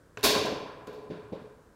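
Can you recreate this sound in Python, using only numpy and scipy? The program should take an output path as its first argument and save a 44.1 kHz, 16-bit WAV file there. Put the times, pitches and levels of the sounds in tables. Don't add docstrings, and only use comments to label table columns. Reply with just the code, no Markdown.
import sys
import numpy as np
from scipy import signal
from scipy.fft import rfft, irfft
from scipy.io import wavfile

SR = 44100
rng = np.random.default_rng(int(sys.argv[2]) if len(sys.argv) > 2 else 0)


def waveform_to_disk(signal):
    frames = np.transpose(np.atleast_2d(signal))
    scaled = np.clip(frames, -1, 1) * 32767
    samples = np.round(scaled).astype(np.int16)
    wavfile.write(sys.argv[1], SR, samples)


N = 77175
T = np.arange(N) / SR
BIN_HZ = np.arange(N // 2 + 1) * SR / N
TOP_HZ, JAW_SWELL_S = 15800, 0.0003

# f/Hz, relative level/dB
SHEET_COLOUR = [(45, -19.5), (100, -7), (170, -2.5), (270, 3.5), (350, 1.5), (430, 0), (600, 5.5),
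                (800, -2.5), (1050, 3), (1230, -5), (1600, 2.5), (1950, -6), (2400, 0), (2850, -2.5),
                (3100, -4), (3750, 4), (4100, -1.5), (4400, -1), (5200, -2), (5700, -6.5), (6500, -5),
                (8200, -10), (10500, -9), (12700, -8.5), (15800, -12)]
# t/s, level/dB, t60/s, treble/dB
JAW_TICKS = [(0.1726, -28, 0.025, -3), (0.8725, -46, 0.027, 23)]
# t/s, relative level/dB
JAW_SNAPS = [(0.2298, -40.5), (0.237, -37.5), (0.251, -31.5), (0.456, -51), (0.8705, -63.5), (0.928, -72)]


def from_db(db):
    return 10 ** (np.asarray(db) / 20)


def at_hz(points, hz):
    freqs, values = np.transpose(points)
    return np.interp(np.log(np.maximum(hz, 1)), np.log(freqs), values)


def shelves(hz, bass_db, treble_db):
    return from_db(bass_db / (1 + (hz / 500) ** 2) + treble_db * hz ** 2 / (hz ** 2 + 3100 ** 2))


def coloured(x, colour, treble_db=0):
    shaped = irfft(rfft(x) * from_db(at_hz(colour, BIN_HZ)) * shelves(BIN_HZ, 0, treble_db), N)
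    return shaped / np.std(shaped)


def placed(x, start_s, swell_s):
    start = int(start_s * SR)
    attack = 1 - np.exp(-(T / swell_s) ** 2)
    return np.concatenate([np.zeros(start), (x * attack)[:N - start]])


def ring(hz, gain, t60, phase=None, block=280):
    if phase is None:
        phase = rng.uniform(0, 2 * np.pi, len(hz))
    pole = (2j * np.pi * hz - np.log(1000) / t60) / SR
    steps = np.arange(block)
    block_starts = np.exp(np.outer(steps * block, pole) + 1j * phase) * gain
    return (block_starts @ np.exp(np.outer(pole, steps))).imag.ravel()[:N]


def drift(rate_hz):
    slow = irfft(rfft(rng.standard_normal(N)) * BIN_HZ * np.exp(-(BIN_HZ / rate_hz) ** 2), N)
    return slow / np.std(slow)


def room_tone():
    # f/Hz, relative level/dB
    colour = [(20, -13.5), (40, -0.5), (90, -1), (200, -5), (340, -6), (480, -5), (750, -17.5),
              (1500, -13.5), (2500, -30.5), (8000, -31.5), (16000, -40.5)]
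    return from_db(-59) * coloured(rng.standard_normal(N), colour)


def workshop_reverb(x, t60_s=0.55, wet_db=-7.5):
    tail = signal.sosfilt(signal.butter(1, 8000, fs=SR, output="sos"), rng.standard_normal(N))
    fade = placed(from_db(-60 * T / t60_s), start_s=0.012, swell_s=0.011)
    return from_db(wet_db) * signal.fftconvolve(x, tail * fade / np.linalg.norm(fade))[:N]


def bench_thuds():
    # t/s, level/dB, f/Hz
    thuds = [(0.174, -43, 112), (0.235, -35.5, 63.6), (0.382, -37, 99), (1.098, -38, 172), (1.150, -56, 95),
             (1.235, -48, 112.4), (1.321, -41, 166.4), (1.423, -47, 127)]
    return sum(placed(ring(np.array([hz]), from_db(db), t60=0.23, phase=0), t, swell_s=0.006)
               for t, db, hz in thuds)


def trim_knocks():
    # t/s, level/dB, pitch factor
    knocks = [(0.257, -21.5, 1.284), (0.357, -23, 1.04), (0.447, -24, 1.2), (0.473, -33, 1.04),
              (0.522, -32.5, 1.06), (0.600, -38, 0.92), (0.878, -38.5, 0.92), (1.100, -30.5, 0.99),
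              (1.112, -35.5, 0.69), (1.161, -56, 0.8), (1.225, -51, 1.14), (1.319, -32.5, 0.92),
              (1.329, -29.5, 1.034), (1.414, -40, 0.83)]
    # base f/Hz, relative level/dB, t60/s
    modes = [(105, -13, 0.062), (197, -3.5, 0.068), (277, -3.5, 0.066), (358, -6.5, 0.056),
             (433.6, -7, 0.12), (520.4, -4, 0.11), (607.6, -7.5, 0.088), (770, -15, 0.083)]
    hz, mode_db, t60 = np.transpose(modes)
    return sum(placed(ring(hz * pitch, from_db(db + mode_db), t60), t, swell_s=0.0018)
               for t, db, pitch in knocks)


def jaw_shear(slips_per_s=430):
    slips = (rng.random(N) < slips_per_s / SR) * rng.standard_normal(N)
    cutting = (T > JAW_TICKS[0][0]) & (T < JAW_SNAPS[0][0])
    return from_db(-55.5) * coloured(slips, SHEET_COLOUR, treble_db=-11.5) * cutting


def jaw_ticks():
    # f/Hz, relative level/dB
    colour = [(100, -0.5), (600, -4), (1100, 0), (1500, 12.5), (2000, -4), (2600, 5), (3500, -16.5),
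              (6500, -9.5), (9000, -31.5), (16000, -40.5)]
    out = np.zeros(N)
    for t, db, t60, treble_db in JAW_TICKS:
        noise = coloured(rng.standard_normal(N), colour, treble_db)
        out += placed(noise * from_db(db - 60 * T / t60), t, JAW_SWELL_S)
    return out


def jaw_snaps(crack_db=11, crack_t60_s=0.05, ring_share=0.7):
    # f/Hz, relative level/dB, undamped t60/s
    modes = [(2767, 1, 0.23), (3828, -6.5, 0.67), (4387, 2.5, 0.45), (5103, -11.5, 0.88), (6340, -11.5, 1),
             (6450, -5.5, 0.24), (7130, -16, 0.35), (9920, -2.5, 0.17), (11350, -3, 0.087),
             (11760, 2.5, 0.6), (12810, -8.5, 0.27), (13240, -15, 0.68)]
    hz, mode_db, free_t60 = np.transpose(modes)
    gain = from_db(mode_db) / (1 + (hz / 6000) ** 2)
    crack_fade = from_db(crack_db - 60 * T / crack_t60_s)
    out = np.zeros(N)
    for t, db in JAW_SNAPS:
        crack = coloured(rng.standard_normal(N), SHEET_COLOUR, treble_db=0.5) * crack_fade
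        ping = ring(hz, gain, free_t60 * ring_share)
        out += from_db(db) * placed(crack + ping, t, JAW_SWELL_S)
    return out


def sheet_flex(x, below_hz=1400, rate_hz=14, pitch_share=0.008, depth_db=1.5):
    lows = signal.sosfiltfilt(signal.butter(2, below_hz, fs=SR, output="sos"), x)
    bent_time = T + np.cumsum(pitch_share * drift(rate_hz)) / SR
    return x - lows + np.interp(bent_time, T, lows) * from_db(depth_db * drift(rate_hz))


def sheet_crash(spacing_hz=13):
    # t/s, level/dB, swell/s, bass/dB, treble/dB
    blows = [(0.171, -40.5, 0.0054, -3.5, -23.5), (0.231, -22, 0.0085, 1.5, 4.5),
             (0.338, -33.5, 0.0029, 9.5, -22), (0.436, -36.5, 0.0046, 3, -40),
             (0.454, -62.5, 0.0021, -6, 7.5), (0.499, -39.5, 0.0088, -3.5, -34),
             (0.871, -44, 0.00036, 8.5, -25.5), (0.928, -54, 0.0045, -9, -10)]
    # t/s, level/dB
    nudges = [(0.872, -44), (1.100, -39.5), (1.322, -42.5)]
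    # f/Hz, undamped t60/s
    decay = [(60, 2.5), (250, 1.26), (500, 1.31), (1000, 1.71), (2000, 1.186), (4000, 0.77), (5300, .74),
             (7000, 0.56), (11000, 0.37), (16000, 0.301)]
    # f/Hz, level spread/dB
    scatter = [(1000, 0.5), (5000, 2.5)]
    # f/Hz, relative level/dB, undamped t60/s
    tones = [(275.4, -15.5, 0.71), (403.6, -7.5, 1.2), (423.2, -4, 0.96), (435.9, -8, 1.1),
             (494.5, -10.5, 1.2), (602.5, -14, 1.1), (902, -24.5, 1.2), (999.7, -14, 1.7),
             (1021.7, -11.5, 1.44), (1092, -13, 1.41), (3915, -16, .7), (4180, -17.5, 0.72),
             (4290, -20, .65), (4492, -11.5, 0.72)]

    slots = np.arange(3, TOP_HZ // spacing_hz)
    wash_hz = spacing_hz * (slots + rng.random(len(slots)))
    scatter_db = at_hz(scatter, wash_hz) * rng.standard_normal(len(slots))
    wash_gain = from_db(at_hz(SHEET_COLOUR, wash_hz) + scatter_db)
    wash_gain /= np.sqrt(np.sum(wash_gain ** 2) / 2)
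    tone_hz, tone_db, tone_t60 = np.transpose(tones)
    hz = np.r_[wash_hz, tone_hz]
    gain = np.r_[wash_gain, from_db(tone_db - 1)]
    free_t60 = np.r_[at_hz(decay, wash_hz), tone_t60]

    out = np.zeros(N)
    for t, db, swell_s, bass_db, treble_db in blows:
        clang = ring(hz, gain * shelves(hz, bass_db, treble_db), free_t60 * 0.9)
        out += from_db(db) * placed(clang, t, swell_s)
    for t, db in nudges:
        muted = ring(hz, gain / (1 + (hz / 1900) ** 2), free_t60 * 0.7)
        out += from_db(db) * placed(muted, t, swell_s=0.0039)
    return out


def scene():
    sheet = sheet_flex(sheet_crash())
    snips = jaw_shear() + jaw_snaps() + jaw_ticks()
    direct = sheet + snips + trim_knocks() + bench_thuds()
    return (direct + workshop_reverb(direct) + room_tone())[None]


def record(dry):
    return signal.sosfilt(signal.ellip(12, 0.1, 80, TOP_HZ, fs=SR, output="sos"), dry)


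dry = scene()
out = record(dry)
waveform_to_disk(out)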